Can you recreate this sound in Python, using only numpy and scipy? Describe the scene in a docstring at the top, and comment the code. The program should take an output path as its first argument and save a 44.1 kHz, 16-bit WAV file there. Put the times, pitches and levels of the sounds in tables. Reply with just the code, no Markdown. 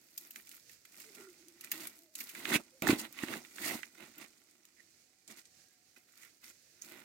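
"""Outdoors, a stereo pair of microphones close to a basket base that rests on a plastic sack.
Thin cane strips are woven round it: they stick and slip as they are drawn through, creak where they
bind, and their ends tick against each other. The base is lifted, turned and set down, scraping,
cracking and bumping. Behind the work lie quiet air and faint, sinking tones from far off."""
import sys
import numpy as np
from scipy import signal
from scipy.fft import rfft, irfft, next_fast_len
from scipy.io import wavfile

SR = 44100
rng = np.random.default_rng(int(sys.argv[2]) if len(sys.argv) > 2 else 0)


def file_out(sig):
    """Save sig as 16-bit WAV at sys.argv[1]."""
    # one column per channel
    cols = np.atleast_2d(sig).T
    # limit, then scale
    lim = np.clip(cols, -1, 1)
    pcm = np.round(lim * 32767).astype(np.int16)
    wavfile.write(sys.argv[1], SR, pcm)


N = 310464


def from_db(db):
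    """Decibels to gain."""
    return 10 ** (np.asarray(db) / 20)


def rms_one(x):
    """Scale to unit rms."""
    return x / np.sqrt(np.mean(x ** 2) + 1e-20)


def in_time(rows):
    """Each column of a curve at every sample."""
    s, *columns = np.transpose(rows)
    return [np.interp(np.arange(N) / SR, s, c) for c in columns]


def drift(per_s):
    """A random wander of unit rms that turns `per_s` times a second."""
    knots = rng.standard_normal(4000)
    return rms_one(np.interp(np.arange(N) / SR * per_s, np.arange(len(knots)), knots))


def add(out, s, sound):
    """Mix a short sound in at its time."""
    at = int(s * SR)
    out[:, at:at + sound.shape[1]] += sound[:, :N - at]


def gain_at(points, size):
    """Gain of a curve (f/Hz, level/dB) at the bins of a transform of this size."""
    hz, db = np.transpose(points)
    grid = np.maximum(np.arange(size // 2 + 1) * SR / size, 1)
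    return from_db(np.interp(np.log(grid), np.log(hz), db))


def colour(x, points, size=4096):
    """Minimum-phase filter that follows a curve (f/Hz, level/dB)."""
    cepstrum = irfft(np.log(gain_at(points, size)))
    cepstrum[1:size // 2] *= 2
    cepstrum[size // 2 + 1:] = 0
    impulse = irfft(np.exp(rfft(cepstrum)))
    x = np.atleast_2d(x)
    return signal.oaconvolve(x, impulse[None], axes=1)[:, :x.shape[1]]


def resonate(x, hz, width_hz):
    """Two-pole resonance with gain 1 at its peak."""
    r = np.exp(-np.pi * width_hz / SR)
    feedback = [1, -2 * r * np.cos(2 * np.pi * hz / SR), r * r]
    return signal.lfilter(np.array([1, 0, -1]) * (1 - r * r) / 2, feedback, x + 1e-18)


# Left microphone against right: f/Hz, level/dB
MIC_BALANCE = [(100, -6), (600, -7.5), (1050, -8), (1500, -14.5), (2200, -18), (3200, -10), (5300, -9),
               (7000, -10.5), (9000, -2), (11500, 1.5), (16000, -1.5)]
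# Width of the pair, side against mid: f/Hz, level/dB
MIC_WIDTH = [(150, -13.5), (400, -9.5), (900, -6.5), (1800, -4), (3000, 0), (16000, -1)]
def microphones(pair):
    """Two unrelated signals become left and right: alike in the bass, each side with its own colour."""
    size = 2 * next_fast_len(pair.shape[1] // 2 + 1)
    mid, side = rfft(pair, size)
    side = side * gain_at(MIC_WIDTH, size)
    lean = gain_at(MIC_BALANCE, size)
    left_right = np.array([lean * (mid + side), mid - side]) / np.hypot(1, lean)
    return irfft(left_right, size)[:, :pair.shape[1]]


# Spectrum of the background, all round the microphones: f/Hz, level/dB
AIR_SPECTRUM = [(25, -13.5), (100, 5), (300, -1), (500, 1), (1000, -17), (1700, -1), (2500, -2), (3300, -7),
                (4400, 1.5), (6500, 2), (11000, -9), (16000, -11.5)]
def air(level_db=-68.5, waver_db=3):
    """Quiet outdoor air and microphone hiss, wavering a little."""
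    hush = rms_one(colour(microphones(rng.standard_normal((2, N))), AIR_SPECTRUM))
    return from_db(level_db + waver_db * drift(per_s=10)) * hush


def slips(per_s, spread_db, clump_db, smooth):
    """Stick-slip: tiny jerks of uneven size that come in clumps, over smooth friction."""
    born = rng.random(N) < per_s / SR
    sizes = from_db(spread_db * np.minimum(rng.exponential(1, N), 4))
    jerks = rms_one(born * sizes * rng.standard_normal((2, N)))
    return (jerks + smooth * rng.standard_normal((2, N))) * from_db(clump_db * drift(per_s=130))


def crackle(per_s, ring_s):
    """Single fibres let go now and then, each with a tiny burst."""
    born = (rng.random(N) < per_s / SR) * rng.random(N) ** 2
    bursts = signal.lfilter([1], [1, -np.exp(-1 / (ring_s * SR))], born + 1e-18)
    return rms_one(bursts * rng.standard_normal((2, N)))


# Resonances of the woven base: f/Hz, width/Hz, level/dB
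BASE_RESONANCES = [(224, 29, -9.5), (248.2, 24, 2.5), (310.2, 61, 9), (353, 11, 4.5), (640, 370, 5.5),
                   (1149, 300, -7.5)]
# Its broad response, heard close: f/Hz, level/dB
BASE_SPECTRUM = [(50, -17), (120, -4), (230, 0.5), (340, 1.5), (450, -6), (1050, -11.5), (1400, -11.5),
                 (3000, -61.5)]
def base(force):
    """The woven disc answers with a few hollow, well-damped resonances."""
    rings = sum(from_db(db) * resonate(force, hz, width) for hz, width, db in BASE_RESONANCES)
    return colour(force + rings, BASE_SPECTRUM)


# Resonances of a rubbed strip: f/Hz, width/Hz, level/dB
STRIP_RESONANCES = [(1467, 190, -1), (2010, 160, 2.5), (2430, 150, 3), (2900, 130, -2.5), (3690, 660, -1)]
# Its rasp, heard close: f/Hz, level/dB
RASP_SPECTRUM = [(400, -23.5), (1000, -2.5), (2200, 3), (4200, -11.5), (5500, -33.5), (9000, -15)]
def strip(force, broad, stiffness):
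    """A strip rings in a few bending resonances, higher if it is stiffer, over a broad response."""
    rings = sum(from_db(db) * resonate(force, hz * stiffness, width)
                for hz, width, db in STRIP_RESONANCES)
    return colour(broad * force + rings, RASP_SPECTRUM)


def ribbed(x, pressure, decay_s=.006):
    """Pressed together, the canes pass waves to and fro, which combs the sound into fine, steady ribs."""
    t = np.arange(SR // 25) / SR
    returns = rms_one(rng.standard_normal(len(t)) * np.exp(-t / decay_s)) / np.sqrt(len(t))
    share = .5 * pressure
    return (x + share * signal.oaconvolve(x, returns[None], axes=1)[:, :N]) / np.hypot(1, share)


# A strip is drawn or the base shifted, near the microphones:
# peak t/s, swell/s, fade/s, base level/dB, rasp level/dB, hiss level/dB
HAND_STROKES = [(.225, 0.12, 0.21, -71.5, -64.5, -61), (.38, 0.079, 0.079, -66, -62.5, -61),
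                (.54, 0.14, 0.12, -74, -65.5, -59), (.72, 0.022, 0.065, -85, -67.5, -61.5),
                (1.038, 0.19, 0.088, -66.5, -59.5, -56.5), (1.219, 0.12, 0.055, -59, -56.5, -58.5),
                (1.65, 0.045, 0.1, -64, -55.5, -59), (1.74, 0.05, 0.2, -56.5, -47.5, -49),
                (1.833, 0.073, 0.073, -54.5, -48, -46.5), (2.204, 0.063, 0.11, -61, -53.5, -51),
                (2.3, 0.08, 0.13, -84, -54, -55), (2.385, 0.069, 0.28, -53, -48, -52),
                (2.561, 0.11, 0.017, -33, -26.5, -32.5), (2.6, 0.026, 0.026, -48, -61, -63),
                (2.825, 0.0055, 0.2, -34.5, -38, -49), (2.902, 0.046, 0.062, -30, -29, -35),
                (2.998, 0.034, 0.03, -68, -41, -39), (3.049, 0.1, 0.03, -51, -42, -53),
                (3.227, 0.094, 0.074, -51.5, -41, -50), (3.32, 0.076, 0.11, -41.5, -40, -46),
                (3.676, 0.12, 0.14, -45, -36.5, -38), (3.753, 0.12, 0.01, -42, -51, -47.5),
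                (4.028, 0.1, 0.11, -57.5, -50.5, -61), (4.215, 0.065, 0.065, -56.5, -51, -57),
                (5.305, 0.032, 0.06, -58, -54, -56), (5.391, 0.052, 0.04, -65, -55, -56),
                (5.97, 0.014, 0.054, -68.5, -61, -62), (6.235, 0.12, 0.084, -77, -58.5, -60),
                (6.442, 0.026, 0.076, -72.5, -54, -57.5), (6.493, 0.024, 0.036, -71, -58, -56),
                (6.825, .012, 0.26, -85, -59.5, -59), (6.94, 0.15, 0.2, -58.5, -53.5, -63.5)]
# Faint rustle of hands that never quite rest: t/s, level/dB
HAND_RUSTLE = [(0, -71), (.8, -78.5), (1.1, -64.5), (1.45, -70), (1.95, -64), (2.1, -77), (3.45, -63),
               (4.3, -69), (4.5, -70), (5.15, -77), (5.6, -74.5), (5.88, -77), (6.15, -72.5), (6.72, -77.5)]
def friction_db(roundness=1.464):
    """Levels of base, rasp and hiss: strokes rise 20 dB in their swell time and fade, over the rustle."""
    t = np.arange(N) / SR
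    rustle_db, = in_time(HAND_RUSTLE)
    power = from_db(rustle_db + np.array([[-5], [-3], [-.5]])) ** 2  # base, rasp, hiss
    for s, swell_s, fade_s, *levels_db in HAND_STROKES:
        away = np.maximum((s - t) / swell_s, (t - s) / fade_s)
        near = away < 2
        swell = from_db(-20 * away[near] ** roundness)  # roundness 1 is pointed, 2 a bell
        power[:, near] += np.outer(from_db(levels_db), swell) ** 2
    return 10 * np.log10(power)


# Hiss of the fibres, heard close: f/Hz, level/dB
HISS_SPECTRUM = [(1000, -32.5), (3000, -6), (4600, 0), (5500, -0.5), (7000, 2.5), (9000, 0), (11000, -13.5),
                 (16000, -37.5)]
# Glassy top of the cane's hard skin: f/Hz, level/dB
SKIN_SPECTRUM = [(3000, -31.5), (8000, -11), (10500, -2.5), (12500, 5.5), (16000, 1)]
# That top against the hiss, highest while loose strips slide over each other: t/s, level/dB
SKIN_GLITTER = [(.2, 3), (.6, 1.5), (1.25, -4), (2.25, 2), (2.55, -6.5), (3.7, -2.5), (4.1, -5),
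                (5.3, -5.5), (6.2, -1.5), (7.0, -0.5)]
def rubbing():
    """Friction shakes the base, rasps along the strips and hisses in their fibres."""
    base_db, rasp_db, hiss_db = friction_db()
    glitter_db, = in_time(SKIN_GLITTER)
    hollow = rms_one(base(microphones(slips(per_s=900, spread_db=2.2, clump_db=.95, smooth=.8))))
    # light rubbing lets the strips ring and single fibres crackle; hard pressing blends them into a rasp
    pressure = np.interp(rasp_db, [-62, -42], [0, 1])
    broad = .14 + .42 * pressure
    loose = lambda: (.65 - .3 * pressure) * crackle(per_s=70, ring_s=.0018)
    force = microphones(rms_one(slips(per_s=1200, spread_db=2.3, clump_db=1.2, smooth=.93)) + loose())
    # the contact wanders between a slack, a middling and a taut strip
    touch = from_db([9 * drift(per_s=12) for _ in range(3)])
    touch /= np.sqrt(np.sum(touch ** 2, axis=0))
    rasp = sum(strip(force * share, broad, stiffness) for share, stiffness in zip(touch, [.95, 1, 1.04]))
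    rasp = rms_one(rasp) / (.93 + broad)
    fibres = microphones(rms_one(slips(per_s=2400, spread_db=1.6, clump_db=1.6, smooth=.8)) + loose())
    hiss = rms_one(colour(fibres, HISS_SPECTRUM))
    hiss += from_db(glitter_db) * rms_one(colour(fibres, SKIN_SPECTRUM))
    return (hollow * from_db(base_db) + ribbed(rasp, pressure) * from_db(rasp_db)
            + ribbed(hiss, pressure) * from_db(hiss_db))


SKIN_TOP_HZ, SKIN_WIDTH_HZ = 14700, 620  # highest ring of a splinter or snap; width of each ring
def splinters(per_s=110, pitches=6, ring_s=.0007, spread_db=23, above_hiss_db=16):
    """Loose fibres give tiny dry ticks as the strips slide; the highest follow the glitter."""
    hiss_db = np.minimum(friction_db()[2], -60)  # harder rubbing makes them no louder
    glitter_db, = in_time(SKIN_GLITTER)
    grit = microphones(rng.standard_normal((2, N)))
    out = np.zeros((2, N))
    for hz, height in zip(np.geomspace(4500, SKIN_TOP_HZ, pitches), np.linspace(0, 1, pitches)):
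        born = (rng.random(N) < per_s / pitches / SR) * from_db(-spread_db * rng.random(N))
        bursts = signal.lfilter([1], [1, -np.exp(-1 / (ring_s * SR))], born + 1e-18)
        out += rms_one(resonate(grit, hz, SKIN_WIDTH_HZ)) * bursts * from_db(height * glitter_db)
    return out * from_db(hiss_db + above_hiss_db)


def flick(level_db, sounding, tail_db, rise_s=.0013):
    """Ragged slips, then a short shiver, drive the part that sounds; level is its energy over 7.5 ms."""
    t = np.arange(SR // 15) / SR
    age = t / rise_s
    burst = age * np.exp(1 - age)
    shiver = from_db(tail_db) * np.minimum(age, 1) * np.exp(-t / .024)
    ragged = from_db(3.5 * np.repeat(rng.standard_normal(len(t)), 16)[:len(t)])
    force = microphones(rng.standard_normal((2, len(t))) * ragged * (burst + shiver))
    return from_db(level_db) * rms_one(sounding(force)) * np.sqrt(.0075 * SR / len(t))


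# Resonances of struck cane: f/pitch, width/pitch, level/dB
STRUCK_RESONANCES = [(.66, 0.28, -5.5), (.93, 0.13, 1.5), (1.08, 0.14, 0), (1.8, 0.41, -11)]
def struck(force, pitch_hz):
    """Struck cane gives one dry, quickly damped ring, a little different with each place of contact."""
    rings = 0
    for k, (multiple, width, db) in enumerate(STRUCK_RESONANCES):
        gain = (-1) ** k * from_db(db + 2 * rng.standard_normal())
        hz = pitch_hz * multiple * from_db(rng.standard_normal() / 2)
        rings += gain * resonate(force, hz, pitch_hz * width)
    band = signal.butter(1, [pitch_hz * .65, pitch_hz * 1.35], "band", fs=SR, output="sos")
    return signal.sosfilt(band, rings)


# Strips flicking past each other, close by:
# t/s, rise/ms, crisp level/dB (before its trim), woody level/dB, snap level/dB
STRIP_FLICKS = [(0.1762, 2.3, -37, -59, -38.5), (0.306, 2, -50, -58, -46.5), (0.358, 1.5, -43, -46.5, -53),
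                (0.467, 4.9, -49.5, -58.5, -62), (0.4925, .5, -49, -70, -51), (0.513, 2.1, -47.5, -57, -57),
                (0.693, 2.1, -52, -57, -62), (0.85, 3.1, -51, -56.5, -59.5), (0.9998, 2.2, -47, -54, -50.5),
                (1.146, 5.4, -46, -58.5, -52.5), (1.4829, 1.1, -50.5, -83, -57),
                (1.6082, 2.6, -42.5, -55, -49), (1.6435, 2.2, -43, -50, -49.5),
                (1.7152, 2.5, -30, -36.5, -31), (1.871, 1.6, -40, -66, -39.5),
                (2.1531, 1.8, -34.5, -50, -43.5), (2.2019, 3.6, -36, -42.5, -41),
                (2.29, 4.4, -41.5, -50, -48.5), (2.349, 1.4, -45.5, -43.5, -54),
                (2.821, 0.84, -33.5, -36, -40), (2.876, 1, -30, -49, -36), (3.125, 1.2, -50, -76, -50.5),
                (4.1802, 1.8, -52.5, -57.5, -49), (4.652, .8, -52.5, -68, -61),
                (5.2765, 2.5, -44, -66.5, -60), (5.452, 3, -50, -69, -76.5),
                (6.816, 1.4, -49.5, -72, -58.5)]
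def ticks(crisp_trim_db=-6.5, ring_hz=2390, db_per_octave=51.5, ping_s=6.8195):
    """Flicks ring woody, click crisply and snap brightly off the hard skin; a free end pings once."""
    out = np.zeros((2, N))
    tip = lambda force: resonate(force, hz=6510, width_hz=440)
    crisp = lambda force: colour(force + from_db(-12) * tip(force), HISS_SPECTRUM)
    for s, rise_ms, crisp_db, woody_db, snap_db in STRIP_FLICKS:
        rise_s = rise_ms / 1000
        # the more the snap outweighs the woody ring, the higher that ring
        pitch_hz = ring_hz * 2 ** np.clip((snap_db - woody_db) / db_per_octave, -1, 1)
        add(out, s, flick(woody_db, lambda force: struck(force, pitch_hz), tail_db=-19.5, rise_s=rise_s))
        add(out, s, flick(crisp_db + crisp_trim_db, crisp, tail_db=-17, rise_s=rise_s))
        skin_hz = rng.uniform(9000, SKIN_TOP_HZ)
        skin = lambda force: colour(force + 2 * resonate(force, skin_hz, SKIN_WIDTH_HZ), SKIN_SPECTRUM)
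        add(out, s, flick(snap_db, skin, tail_db=-30.5, rise_s=rise_s))
    add(out, ping_s, flick(-42.5, tip, tail_db=-22))
    return out


# Tones from far off, a little to the right: t/s, length/s, first f/Hz, last f/Hz, level/dB
DISTANT_TONES = [(1.034, .125, 428, 418, -64.5), (1.151, 0.19, 402, 342, -55.5),
                 (1.276, 0.39, 351, 330.4, -66), (1.723, 0.12, 342.7, 305, -52.5),
                 (1.95, 0.15, 340, 330, -65), (1.95, 0.242, 680, 598, -74), (2.713, 0.092, 525, 513, -66.5),
                 (4.803, 1.66, 763, 722, -86.5), (5.536, 0.32, 1653, 1626, -79)]
def far_tones(waver_hz=20, flutter_db=3):
    """Faint tones swell and fade as they sink, blurred and fluttering on their way."""
    out, t = np.zeros(N), np.arange(N) / SR
    for s, length_s, first_hz, last_hz, db in DISTANT_TONES:
        progress = np.clip((t - s) / length_s, 0, 1)
        hz = first_hz + (last_hz - first_hz) * progress + waver_hz * drift(per_s=110)
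        tone = np.sin(2 * np.pi * np.cumsum(hz) / SR)
        out += np.sin(np.pi * progress) * tone * from_db(db + flutter_db * drift(per_s=45))
    return out * from_db([[-1], [2]])


# Strips binding in the weave, close by: t/s, length/s, f/Hz, width/Hz, level/dB
STRIP_CREAKS = [(1.146, 0.18, 1374, 65, -65.5), (1.167, .13, 1950, 200, -69.5),
                (2.532, 0.039, 2410, 320, -30.5), (3.61, .12, 1990, 340, -43),
                (3.647, 0.13, 690, 109.3, -55), (4.76, 0.065, 1924, 170, -63.5),
                (6.202, 0.064, 2100, 282, -63)]
def creaks(slips_per_s=420):
    """A binding strip slips in quick jerks that keep one of its resonances ringing."""
    out = np.zeros((2, N))
    t = np.arange(SR // 4) / SR
    for s, length_s, hz, width_hz, db in STRIP_CREAKS:
        swell = np.sin(np.pi * np.minimum(t / length_s, 1))
        jerks = rng.random(len(t)) < slips_per_s / SR
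        force = microphones(jerks * swell * rng.standard_normal((2, len(t))))
        ring = resonate(resonate(force, hz, width_hz), hz, hz / 2)
        add(out, s, from_db(db) * rms_one(ring) * np.sqrt(length_s * SR / len(t)))
    return out


# The weave under load, close by: t/s, level/dB, ring f/Hz
WEAVE_CRACKS = [(2.4522, -32, 2280), (2.5007, -39, 2000), (2.5174, -32, 1780), (2.527, -38, 1850),
                (2.5433, -40, 2510), (2.554, -31, 2410), (2.5625, -38.5, 2370), (2.847, -44, 2080),
                (2.8685, -26.5, 1680), (2.8865, -28, 2150), (2.9045, -28, 2160), (3.1878, -40, 2350),
                (3.233, -36, 1850), (3.283, -40, 2300), (3.3365, -35.5, 1930), (3.3614, -55, 1810),
                (3.448, -50, 2320), (3.5827, -43, 2060), (3.8305, -38, 2200), (4.2454, -56, 2120),
                (7.016, -63.5, 2560)]
def cracks(edge_db=-15):
    """Bent or pulled hard, the weave gives way in separate woody cracks with a treble edge."""
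    out = np.zeros((2, N))
    edge = lambda force: from_db(edge_db) * rms_one(colour(force, HISS_SPECTRUM))
    for s, db, pitch_hz in WEAVE_CRACKS:
        wood = lambda force: rms_one(struck(force, pitch_hz)) + edge(force)
        add(out, s, flick(db, wood, tail_db=-22.5))
    return out


# The base coming down on the sack, a little to the right: t/s, level/dB
BASE_BUMPS = [(2.557, -23), (2.822, -31), (2.894, -15.5), (2.929, -18), (3.234, -27), (3.753, -37.5),
              (4.033, -46.5)]
def bumps(contact_s=.0027):
    """Each soft push sets the woven base ringing."""
    times, levels_db = np.transpose(BASE_BUMPS)
    force = np.zeros(N)
    force[(times * SR).astype(int)] = from_db(levels_db)
    push = np.hanning(int(contact_s * SR) + 3)
    thud = base(np.convolve(force, push)[:N])
    return thud / np.abs(thud).max() * from_db(levels_db.max() + np.array([[-1.2], [1.2]]))


# The rim as the base is handled, close by: t/s, level/dB
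RIM_KNOCKS = [(2.8215, -47.5), (2.869, -35), (2.906, -38), (3.2335, -46.5), (3.753, -49.5)]
def knocks(pitch_hz=871):
    """The stiff rim gives short, hollow knocks."""
    out = np.zeros((2, N))
    for s, db in RIM_KNOCKS:
        add(out, s, flick(db, lambda force: struck(force, pitch_hz), tail_db=-32))
    return out


def scatter(x, t60_s, wet_db):
    """The ground and the things around send back a brief, diffuse tail, starting 4 ms late."""
    t = np.arange(SR // 3) / SR
    tail = rng.standard_normal((2, len(t))) * from_db(-60 * t / t60_s) * (t > .004)
    tail /= np.sqrt(np.sum(tail ** 2, axis=1, keepdims=True))
    return x + from_db(wet_db) * signal.oaconvolve(x, tail, axes=1)[:, :N]


# Shift of the work between the microphones, left against right: t/s, level/dB
WORK_PAN = [(0, 1), (2.6, 3.5), (4.4, 2)]
def scene():
    """The weaving close to the microphones, the air and the far tones behind it."""
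    pan_db, = in_time(WORK_PAN)
    weaving = rubbing() + creaks() + ticks() + cracks() + knocks() + splinters()
    weaving *= from_db([pan_db / 2, -pan_db / 2])
    return scatter(weaving, t60_s=.062, wet_db=-11.5) + bumps() + far_tones() + air()


def record(dry, cutoff_hz=16000):
    """A steep low-pass cuts the top of both channels."""
    return signal.sosfilt(signal.ellip(10, .1, 80, cutoff_hz, fs=SR, output="sos"), dry)


dry = scene()
out = record(dry)
file_out(out)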